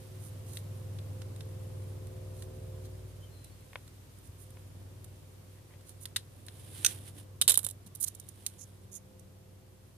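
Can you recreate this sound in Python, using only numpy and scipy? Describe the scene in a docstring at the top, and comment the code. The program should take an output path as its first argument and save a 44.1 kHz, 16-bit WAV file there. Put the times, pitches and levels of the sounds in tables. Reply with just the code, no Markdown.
"""Outdoors, an engine idles some way off (shaft orders over rumble) with its fan humming (blade tones), under hiss.
Close by, just right of a stereo microphone, fingers and a sleeve rub (shaped noise) and steel jaws tick.
A distant bird whistles a short phrase (gliding sines), then a plastic connector gives way in the crimping tool.
The tool springs open, claps shut and is laid down with a clatter (noise bursts through resonances of the parts).
Last, fingers slide along the wire and flick it."""
import sys
import numpy as np
from scipy.fft import rfft, irfft, next_fast_len
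from scipy.io import wavfile
from scipy.ndimage import map_coordinates

SR = 44100
rng = np.random.default_rng(int(sys.argv[2]) if len(sys.argv) > 2 else 0)


def wav_record(signal):
    """Record a signal, one row per channel, as 16-bit PCM in the file named by sys.argv[1]."""
    frames = np.transpose(np.atleast_2d(signal))
    bounded = np.clip(frames, -1, 1)
    # unit amplitude maps onto the largest positive 16-bit level
    quanta = np.round(bounded * 32767).astype(np.int16)
    wavfile.write(sys.argv[1], SR, quanta)


N = 439677  # length [samples]
SIDES = np.array([[.5], [-.5]])  # shares a left-right difference: positive is louder on the left
TOP_HZ = 14650  # upper band limit of the microphone

# All levels in the tables are relative.
# hiss of the place: (frequency [Hz], level [dB])
AIR_SPECTRUM = [(100, 8.5), (600, 5), (1500, 5), (3500, 3), (5500, 2), (8000, 1.5), (9600, 1), (11500, 1),
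                (14500, 1)]
AIR_DB, AIR_FADE_DB_PER_S = -59, 0.71  # the hiss slowly ebbs
# likeness of distant noise at the two ports: (frequency [Hz], correlation [-1 to 1])
PORT_LIKENESS = [(60, 0.65), (130, 0.83), (250, 0.54), (500, 0.37), (1000, 0), (4000, 0)]

# speed of the idling shaft: (time [s], speed [turns/s])
SHAFT_SPEED = [(0, 20.2), (1.3, 19.9), (3, 19.3), (5, 19.1), (7.5, 19.55), (9.97, 19)]
# exhaust tones: (multiple of the shaft rate [order], level [dB])
EXHAUST_ORDERS = [(2, -28.5), (4, -13), (5, 0.5), (6, -11.5), (7, -12.5), (8, -16), (9, -29.5), (10, -32),
                  (11, -39.5), (12, -31), (13, -41), (15, -30.5), (17, -34)]
# how loudly the engine's drone carries: (time [s], level [dB])
DRONE_LEVEL = [(0, -50.5), (0.25, -44.5), (1.1, -41), (2.9, -45.5), (3.6, -55.5), (4.36, -55.5),
               (4.8, -48.5), (5.6, -57.5), (6.1, -54), (7, -50), (8.5, -57), (8.9, -56), (9.97, -60.5)]
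# low boom at three times the shaft rate: (time [s], level [dB])
BOOM_LEVEL = [(0, -64), (1.6, -59), (2.9, -50.5), (3.6, -61), (4.4, -59.5), (6, -65), (9.97, -67)]
# octave of the drone: (time [s], level [dB])
OCTAVE_LEVEL = [(0, -69), (1.4, -71), (3, -77), (6.5, -75.5), (8.5, -69), (9.1, -63), (9.97, -72)]
# engine rumble: (frequency [Hz], level [dB])
RUMBLE_SPECTRUM = [(20, -16.5), (40, -4.5), (65, -6), (90, 12), (130, 7.5), (190, -0.5), (260, -1),
                   (370, -2.5), (480, -6.5), (620, -9), (760, -12.5), (1100, -14), (1600, -25), (3000, -32),
                   (8000, -47.5)]
USUAL_DRONE_DB, RUMBLE_FOLLOWS = -52, .5  # dB of rumble for each dB of drone above the usual

FAN_HZ = 74.02  # base rate of the fan tones
# how loudly the fan carries: (time [s], level [dB])
FAN_LEVEL = [(0, -64.5), (2, -57.5), (2.8, -58), (3.9, -75.5), (4.5, -71), (7.3, -70), (8.2, -86),
             (8.8, -70), (9.4, -68.5), (9.97, -74)]
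# blade tones: (multiple of FAN_HZ [order], level [dB])
BLADE_ORDERS = [(4, -20.5), (5, -2.5), (6, -8), (7, 0), (8, -11), (9, -15.5), (10, -23.5), (14, -21.5)]

# whistled notes: (time [s], length [s], start [Hz], middle [Hz], end [Hz], level [dB])
BIRD_NOTES = [(2.96, .07, 2950, 3080, 3050, -78), (3.205, .095, 3080, 3120, 2880, -69),
              (3.295, .215, 4220, 4090, 3930, -70), (3.5, .08, 4350, 4370, 4200, -75),
              (3.6, .035, 4170, 4150, 4120, -76)]

# colour of nearby sounds at each microphone port: (frequency [Hz], level [dB])
LEFT_PORT = [(400.0, -27.5), (900.0, -23.5), (1600.0, -21.5), (2400.0, -21), (3700.0, -12.5),
             (5000.0, -18.5), (6300.0, -23), (7500.0, -26), (9600.0, -35), (11300.0, -33), (13000.0, -30.5),
             (14400.0, -33.5)]
RIGHT_PORT = [(400.0, -21.5), (900.0, -25.5), (1600.0, -21.5), (2400.0, -25), (3700.0, -20.5),
              (5000.0, -14.5), (6300.0, -12), (7500.0, -7.5), (9600.0, 1), (11300.0, -6), (13000.0, -9.5),
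              (14400.0, -12.5)]

# fine brushing of the sleeve: (frequency [Hz], level [dB])
CLOTH_SPECTRUM = [(300, 2), (900, 6.5), (1300, 4.5), (1650, 8.5), (2100, 8.5), (3100, 9), (5000, 0),
                  (7000, -3), (9500, -1), (14000, -2)]
# low flutter of the sleeve: (frequency [Hz], level [dB])
FLAP_SPECTRUM = [(60, -15.5), (180, -2), (320, 0), (600, -9), (1200, -19), (4000, -51)]
# sweeps of the arm: (time of peak [s], rise [s], fall [s], level [dB]); rise and fall each span SWEEP_DEPTH_DB
SWEEPS = [(6.9, .4, 0.18, -31.5), (7.08, 0.13, 0.056, -39), (7.19, 0.082, 0.065, -41),
          (8.46, 0.83, .6, -48.5)]
SWEEP_DEPTH_DB = 20
STIR_DB, STIR_FADE_DB_PER_S = -55, 1.0  # cloth stirs faintly between sweeps, less and less
# flutter under a loud brush; dB of flutter for each dB of brushing
FLAP_DB, LOUD_BRUSH_DB, FLAP_FOLLOWS = -57.5, -33, 0.53
# soft bumps of the arm: (time [s], frequency [Hz], level [dB])
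ARM_BUMPS = [(4.29, 85, -40), (7.165, 288, -50), (7.637, 160, -46.5), (7.862, 189, -45.5)]

# resonances, one list for each kind of contact in the order named below: (frequency [Hz], width [Hz], level [dB])
STRUCK_PARTS = [
    [(537, 120, 20), (970, 270, 15), (2260, 1200, 14.6), (3320, 320, 6.6)],
    [(1420, 680, 9.7), (1900, 580, 8.9), (2680, 335, 4.3), (3980, 720, 3.4)],
    [(486, 260, 4.2), (3070, 450, 6.6), (3790, 700, 9.6), (7650, 740, 4)],
    [(4180, 900, 6.2), (5800, 630, 4.3), (6370, 1300, 6.7), (13760, 1800, 3.2)],
    [(1490, 260, 16), (1880, 180, 11), (2580, 500, 7.7), (6110, 720, 13.6)],
    [(5800, 600, 13), (6570, 790, 19.7), (7140, 400, 11), (9400, 700, 3.4)],
]
# connector giving way, jaws and pivot, whole tool on the ground, wire and fingers, jaws clapping, insulation
PLASTIC, JAWS, TOOL, FINGERS, CLAP, SLIDE = range(6)

# fingers rub wire and tool: (time [s], length [s], level [dB], brightness [dB], left-right [dB])
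FINGER_RUBS = [(0.192, .11, -52, 11, 6), (0.458, .15, -43.5, 5, 5), (2.331, .13, -49.5, 2.5, 5),
               (2.831, .042, -46, 2, 11), (4.227, .055, -52.5, 5, 4), (4.376, 0.074, -58, 13.5, 0),
               (5.846, .081, -48.5, 4.5, 6), (6.003, .045, -48, 9.5, 1), (7.858, 0.023, -44, 2.5, 4),
               (7.949, 0.0115, -41.5, 18, 8), (7.966, .012, -55, 14, 6), (8, .02, -40.5, 25, 6.5),
               (8.021, 0.017, -33.5, 14.5, -2), (8.034, .016, -28.5, 6, -13.5), (8.062, 0.018, -30, 7, 8),
               (8.077, .011, -24, 0.5, -10.5)]
# a firm rub, its knock; dB of knock lost for each dB above it
FIRM_RUB_DB, RUB_KNOCK_DB, RUB_THINNING = -44, 1.5, 0.46
# connector scuffs in the jaws: (time [s], length [s], level [dB])
CONNECTOR_SCUFFS = [(5.5, 0.12, -59), (5.687, 0.075, -52.5)]
SCUFF_KNOCK_DB, SCUFF_BRIGHT_DB = 9.5, -16
# fingers slide along the insulation: (time [s], length [s], level [dB], brightness [dB], left-right [dB])
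INSULATION_SLIDES = [(8.58, 0.066, -45.5, 0, -7.5), (8.914, 0.07, -45.5, 10, 3),
                     (8.959, 0.0077, -39.5, 0.5, -13)]
SLIDE_KNOCK_DB = 0.5
# tool settles on the ground, one row: (time [s], length [s], level [dB], knock [dB], brightness [dB], left-right [dB])
TOOL_SETTLE = (8, 1.8, -49, 4, -14, 10)

# jaws and pivot tick, then spring open: (time [s], level [dB], brightness [dB], left-right [dB])
JAW_TICKS = [(0.571, -21, -13.5, 5), (0.987, -28, -23, -2), (1.218, -27, -21, -4), (1.362, -39, -7, 0),
             (1.407, -24.5, -24, -3), (2.07, -43.5, 2, 7), (2.423, -30, -9, 1), (3.444, -37, -4, -2),
             (3.878, -38.5, -9, -1), (4.186, -49, -0.5, -5), (4.505, -48.5, 4, 2), (5.044, -38, 0, 2),
             (5.81, -43, -14, 2), (5.893, -40.5, 5.5, 3.5), (6.0555, -20, -9.5, .5), (6.1615, -7.5, -16, 6),
             (6.1653, -6, -14.5, .5), (6.465, -40.5, 1.5, -1), (6.484, -22.5, -19.5, 2)]
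TICK_KNOCK_DB, FIRM_TICK_DB, TICK_THINNING = -7.5, -36, .25  # knock of a firm tick; dB lost for each dB above it
# connector gives way: (time [s], level [dB], brightness [dB])
CONNECTOR_SNAPS = [(3.7325, -40, -14), (3.7569, -25.5, -31), (4.571, -46, -19)]
# jaws clap shut: (time [s], level [dB], brightness [dB], left-right [dB])
JAW_CLAPS = [(6.8475, -1, -11.5, -3), (6.8627, -2.5, -9.5, 0.5)]
SNAP_KNOCK_DB, CLAP_KNOCK_DB = 9.5, -16
# tool is laid down and bounces: (time [s], level [dB], knock [dB], brightness [dB], left-right [dB])
TOOL_JOLTS = [(7.4139, -5.5, -6, -7.5, -.5), (7.4202, -12.5, -3, 0, 6), (7.479, -6, -3, 1, 1),
              (7.4863, -10, -2.5, -.5, 1.5), (7.495, -21.5, 4.5, 6, -5), (7.496, -9.5, -9, 0, -5),
              (7.501, -16, 3, 4, -2), (7.506, -14, 1.5, 5, 6.5), (7.519, -16, -7.5, 3, 1),
              (7.5421, -17.5, -3.5, 0, -1.5), (7.5544, -24, -10, 6, 13), (7.5746, -21.5, 11.5, 13.5, -2.5),
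              (7.591, -27, 8, 10, 5), (7.631, -43, 11, 8, -9), (7.642, -35, 11, 5, -2),
              (7.647, -24, -13, 7.5, 1.5), (7.6658, -26, 8.5, 4, -3), (7.6877, -33, -4.5, 7, 3),
              (7.7, -39, -4, 6, 1), (7.71, -40, -8, 4, -9)]
# wire flicks off a fingertip: (time [s], level [dB], left-right [dB])
WIRE_FLICKS = [(8.1497, -42, -3), (8.199, -39.5, -3), (8.288, -43, -10), (8.464, -20, 5.5),
               (9.195, -51, -3)]
FLICK_KNOCK_DB, FLICK_BRIGHT_DB = -6, 4.5


def amp(db):
    """Decibels to gain."""
    return 10 ** (np.asarray(db) / 20)


def unit(x):
    """Scale to rms 1."""
    return x / np.sqrt(np.mean(x ** 2) + 1e-20)


def along(points, hz):
    """Read (Hz, value) points on a log frequency axis."""
    f, v = np.transpose(points)
    return np.interp(np.log(hz + 1), np.log(f + 1), v)


def curve(points):
    """One value per sample from (time, value) points."""
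    return np.interp(np.arange(N) / SR, *np.transpose(points))


def wobble(rate):
    """A smooth random curve, rate knots a second."""
    knots = rng.standard_normal(int(N * rate / SR) + 4)
    return map_coordinates(knots, [np.arange(N) * rate / SR], order=2)


def uneven(t, rate, depth_db):
    """A jagged random gain of rms 1, rate knots a second."""
    return unit(amp(depth_db * np.interp(t * rate, np.arange(512), rng.standard_normal(512))))


def filtered(x, response):
    """x times a response of frequency."""
    m = next_fast_len(N + 8192)
    return irfft(rfft(x, m) * response(np.fft.rfftfreq(m, 1 / SR)), m)[..., :N]


def add(track, s, sound):
    """Mix a stereo sound in at time s."""
    start = round(s * SR)
    part = track[:, start:start + sound.shape[1]]
    part += sound[:, :part.shape[1]]


def rush(spectrum):
    """Outdoor stereo noise of rms 1, alike in the bass and unrelated in the treble."""
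    def mid_side(hz):
        turn = np.arccos(np.clip(along(PORT_LIKENESS, hz), -1, 1)) / 2
        return amp(along(spectrum, hz)) * [np.cos(turn), np.sin(turn)]

    mid, side = filtered(rng.standard_normal((2, N)), mid_side)
    return unit(np.array([mid + side, mid - side]))


def scatter(count, own=0.98):
    """Stereo noise of rms 1: a part shared by the two ports plus each port's own."""
    return unit(rng.standard_normal(count) + own * rng.standard_normal((2, count)))


def ports(hz):
    """Left and right port colour in dB."""
    return np.array([along(LEFT_PORT, hz), along(RIGHT_PORT, hz)])


def coloured(force, kind, knock_db, bright_db, pan_db, size=16384):
    """A contact force through the struck part and the ports: knock lifts the lows, brightness the treble."""
    hz = np.fft.rfftfreq(size, 1 / SR)
    peaks = 0
    for centre, width, db in STRUCK_PARTS[kind]:
        peaks = peaks + (amp(db) ** 2 - 1) / (1 + ((hz - centre) / (width / 2)) ** 2) ** 2
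    tilt = along([(1200, knock_db), (3700, 0), (9600, bright_db)], hz)
    bass_cut = along([(60, -16.5), (350, 0)], hz)
    gain = amp(ports(hz) + tilt + SIDES * pan_db + bass_cut) * np.sqrt(np.abs(1 + peaks))
    # minimum phase: the body rings only after the blow
    cepstrum = irfft(np.log(gain))
    fold = np.r_[1, np.full(size // 2 - 1, 2), 1, np.zeros(size // 2 - 1)]
    return irfft(rfft(force, size) * np.exp(rfft(cepstrum * fold)))


def air():
    """A faint hiss, steady but slowly ebbing, lies under everything."""
    return amp(AIR_DB - AIR_FADE_DB_PER_S * np.arange(N) / SR) * rush(AIR_SPECTRUM)


def engine(drone_db=-1.0, boom_db=-2, rumble_db=-56.5):
    """Exhaust orders of a slow, slightly uneven shaft over a rumble that follows the drone and throbs each turn."""
    drone = curve(DRONE_LEVEL)
    angle = 2 * np.pi * np.cumsum(curve(SHAFT_SPEED)) / SR + .03 * wobble(5)

    def order(k):
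        phase = .12 * wobble(4) + rng.uniform(0, 2 * np.pi)
        return np.sqrt(2) * amp(.7 * wobble(6)) * np.sin(round(k) * angle + phase)

    exhaust = amp(drone + drone_db) * sum(amp(db) * order(k) for k, db in EXHAUST_ORDERS)
    # the low boom and the octave of the drone swell independently of it
    boom = amp(curve(BOOM_LEVEL) + boom_db) * order(3)
    octave = amp(curve(OCTAVE_LEVEL)) * order(10)
    rumble_level = rumble_db + RUMBLE_FOLLOWS * (drone - USUAL_DRONE_DB)
    throb = 1 + 0.14 * np.sin(angle)
    return exhaust + boom + octave + amp(rumble_level) * rush(RUMBLE_SPECTRUM) * throb


def fan(flutter_db=2, unsteady_rad=0.33, pan_db=-3.5, spread_rad=1.0):
    """Blade tones waver on their way through the air and reach the two ports out of step."""
    angle = 2 * np.pi * FAN_HZ * np.arange(N) / SR
    tones = np.zeros((2, N))
    for k, level in BLADE_ORDERS:
        gain = amp(level + flutter_db * wobble(6))
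        phase = unsteady_rad * wobble(5) + spread_rad * SIDES + rng.uniform(0, 2 * np.pi)
        tones += gain * np.sin(round(k) * angle + phase)
    return np.sqrt(2) * amp(curve(FAN_LEVEL) + pan_db * SIDES) * tones


def bird(quaver_hz=40, flutter_db=2.5, pan_db=4):
    """A far bird slides through a few soft, fluttering whistles: sines on curved pitch glides."""
    out = np.zeros((2, N))
    quaver = quaver_hz * wobble(200)
    for s, length, start_hz, middle_hz, end_hz, db in BIRD_NOTES:
        u = np.linspace(0, 1, round(length * SR))
        glide = np.polyval(np.polyfit([0, .5, 1], [start_hz, middle_hz, end_hz], 2), u)
        hz = glide + quaver[round(s * SR):][:len(u)]
        swell = np.sqrt(2 * np.abs(np.sin(np.pi * u)))
        note = swell * np.sin(2 * np.pi * np.cumsum(hz) / SR)
        add(out, s, amp(db + SIDES * pan_db) * note)
    return out * amp(flutter_db * wobble(70))


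def sleeve(grain_db=2.0, level_db=1, uneven_db=1.6):
    """Cloth brushes along with a fine grain and a low flutter, swelling and dying with each sweep of the arm."""
    t = np.arange(N) / SR
    sweeps = [db - SWEEP_DEPTH_DB * np.maximum((s - t) / rise, (t - s) / fall) for s, rise, fall, db in SWEEPS]
    db = np.max([STIR_DB - STIR_FADE_DB_PER_S * t, *sweeps], axis=0)
    flutter = amp(FLAP_DB + FLAP_FOLLOWS * (db - LOUD_BRUSH_DB)) * rush(FLAP_SPECTRUM)
    brush = filtered(scatter(N, own=1.5), lambda hz: amp(ports(hz) + along(CLOTH_SPECTRUM, hz)))
    grain = grain_db * wobble(250) + uneven_db * wobble(25)
    return brush * amp(db + level_db + grain) + flutter


def bumps(rise_s=0.005):
    """Each soft bump of the arm is a low sine that swells and dies within a few cycles."""
    out, t = np.zeros((2, N)), np.arange(SR // 8) / SR
    for s, hz, db in ARM_BUMPS:
        swell = t / rise_s * np.exp(1 - t / rise_s)
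        add(out, s, amp(db) * swell * np.sin(2 * np.pi * hz * t) * np.ones((2, 1)))
    return out


def strokes():
    """Every stroke as (rubbed part, s, length, level, knock, brightness, left-right); harder rubs sound thinner."""
    rows = [(TOOL, *TOOL_SETTLE)]
    for s, length, db, bright, pan in FINGER_RUBS:
        knock = RUB_KNOCK_DB - RUB_THINNING * (db - FIRM_RUB_DB)
        rows.append((FINGERS, s, length, db, knock, bright, pan))
    for s, length, db, bright, pan in INSULATION_SLIDES:
        rows.append((SLIDE, s, length, db, SLIDE_KNOCK_DB, bright, pan))
    for s, length, db in CONNECTOR_SCUFFS:
        rows.append((PLASTIC, s, length, db, SCUFF_KNOCK_DB, SCUFF_BRIGHT_DB, 0))
    return rows


def rubs(slip_hz=700, tail_db=-20, tail_t60=0.11):
    """Each stroke is a swell of tiny uneven slips, as surfaces catch and let go, with a short tail."""
    out, t = np.zeros((2, N)), np.arange(SR // 4) / SR
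    for kind, s, length, db, knock_db, bright_db, pan_db in strokes():
        swell = np.sqrt(np.abs(np.sin(np.pi * np.clip(t / length, 0, 1) ** 1.25)))
        tail = (t > length / 2) * amp(tail_db - 60 * np.maximum(t - length, 0) / tail_t60)
        force = (swell * uneven(t, slip_hz, 3.5) + tail) * scatter(len(t))
        add(out, s, coloured(amp(db) * force, kind, knock_db, bright_db, pan_db))
    return out


def skitter(level_db=-15, bright_db=-1, grain_db=4, start_s=7.482, length_s=0.11):
    """The landing tool skids over grit between its bounces: a fading burst of grainy noise."""
    out, t = np.zeros((2, N)), np.arange(SR // 5) / SR
    fade = np.clip(1 - t / length_s, 0, 1) ** 2
    force = fade * uneven(t, 1200, grain_db) * scatter(len(t))
    add(out, start_s, coloured(amp(level_db) * force, TOOL, 0, bright_db, 0))
    return out


def contacts():
    """Every contact as (s, struck part, level, knock, brightness, left-right); harder ticks knock relatively less."""
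    rows = [(s, PLASTIC, db, SNAP_KNOCK_DB, bright, 0) for s, db, bright in CONNECTOR_SNAPS]
    for s, db, bright, pan in JAW_TICKS:
        knock = TICK_KNOCK_DB - TICK_THINNING * (db - FIRM_TICK_DB)
        rows.append((s, JAWS, db, knock, bright, pan))
    rows += [(s, CLAP, db, CLAP_KNOCK_DB, bright, pan) for s, db, bright, pan in JAW_CLAPS]
    rows += [(s, TOOL, *blow) for s, *blow in TOOL_JOLTS]
    rows += [(s, FINGERS, db, FLICK_KNOCK_DB, FLICK_BRIGHT_DB, pan) for s, db, pan in WIRE_FLICKS]
    return rows


def clicks(echo_db=-5, spike=3, tail_db=-19.5, tail_t60=0.12, chatter_db=1.5):
    """Each contact: a spike, a chattering crack, an echo off the nearest surface and a short tail."""
    out, t = np.zeros((2, N)), np.arange(SR // 3) / SR
    echo_s, t60 = .0028, .017
    crack = amp(-60 * t / t60)
    echo = (t > echo_s) * amp(echo_db - 60 * np.abs(t - echo_s) / t60)
    tail = amp(tail_db - 60 * t / tail_t60)
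    shape = np.sqrt(crack ** 2 + echo ** 2 + tail ** 2)
    for s, kind, db, knock_db, bright_db, pan_db in contacts():
        force = shape * uneven(t, 900, chatter_db) * scatter(len(t))
        force[:, 0] = spike
        if kind == PLASTIC:  # plastic yields in one clean step, which comes straight back as an echo
            force[:, [0, round(echo_s * SR)]] += [12, 8]
        # equal energy for every contact, so the table alone sets the level
        force *= np.sqrt(SR / 100 / np.sum(force ** 2, axis=1, keepdims=True))
        add(out, s, coloured(amp(db) * force, kind, knock_db, bright_db, pan_db))
    return out


def scene():
    """Engine and bird some way off, handwork close by."""
    distant = air() + engine() + fan() + bird()
    arm = sleeve() + bumps()
    return distant + arm + rubs() + skitter() + clicks()


def record(dry):
    """The microphone's electronics round off the highest peaks and cut steeply above the band limit."""
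    rounded = dry / (1 + np.abs(dry / .85) ** 6) ** (1 / 6)
    return filtered(rounded, lambda hz: 1 / np.sqrt(1 + (hz / TOP_HZ) ** 200))


dry = scene()
out = record(dry)
wav_record(out)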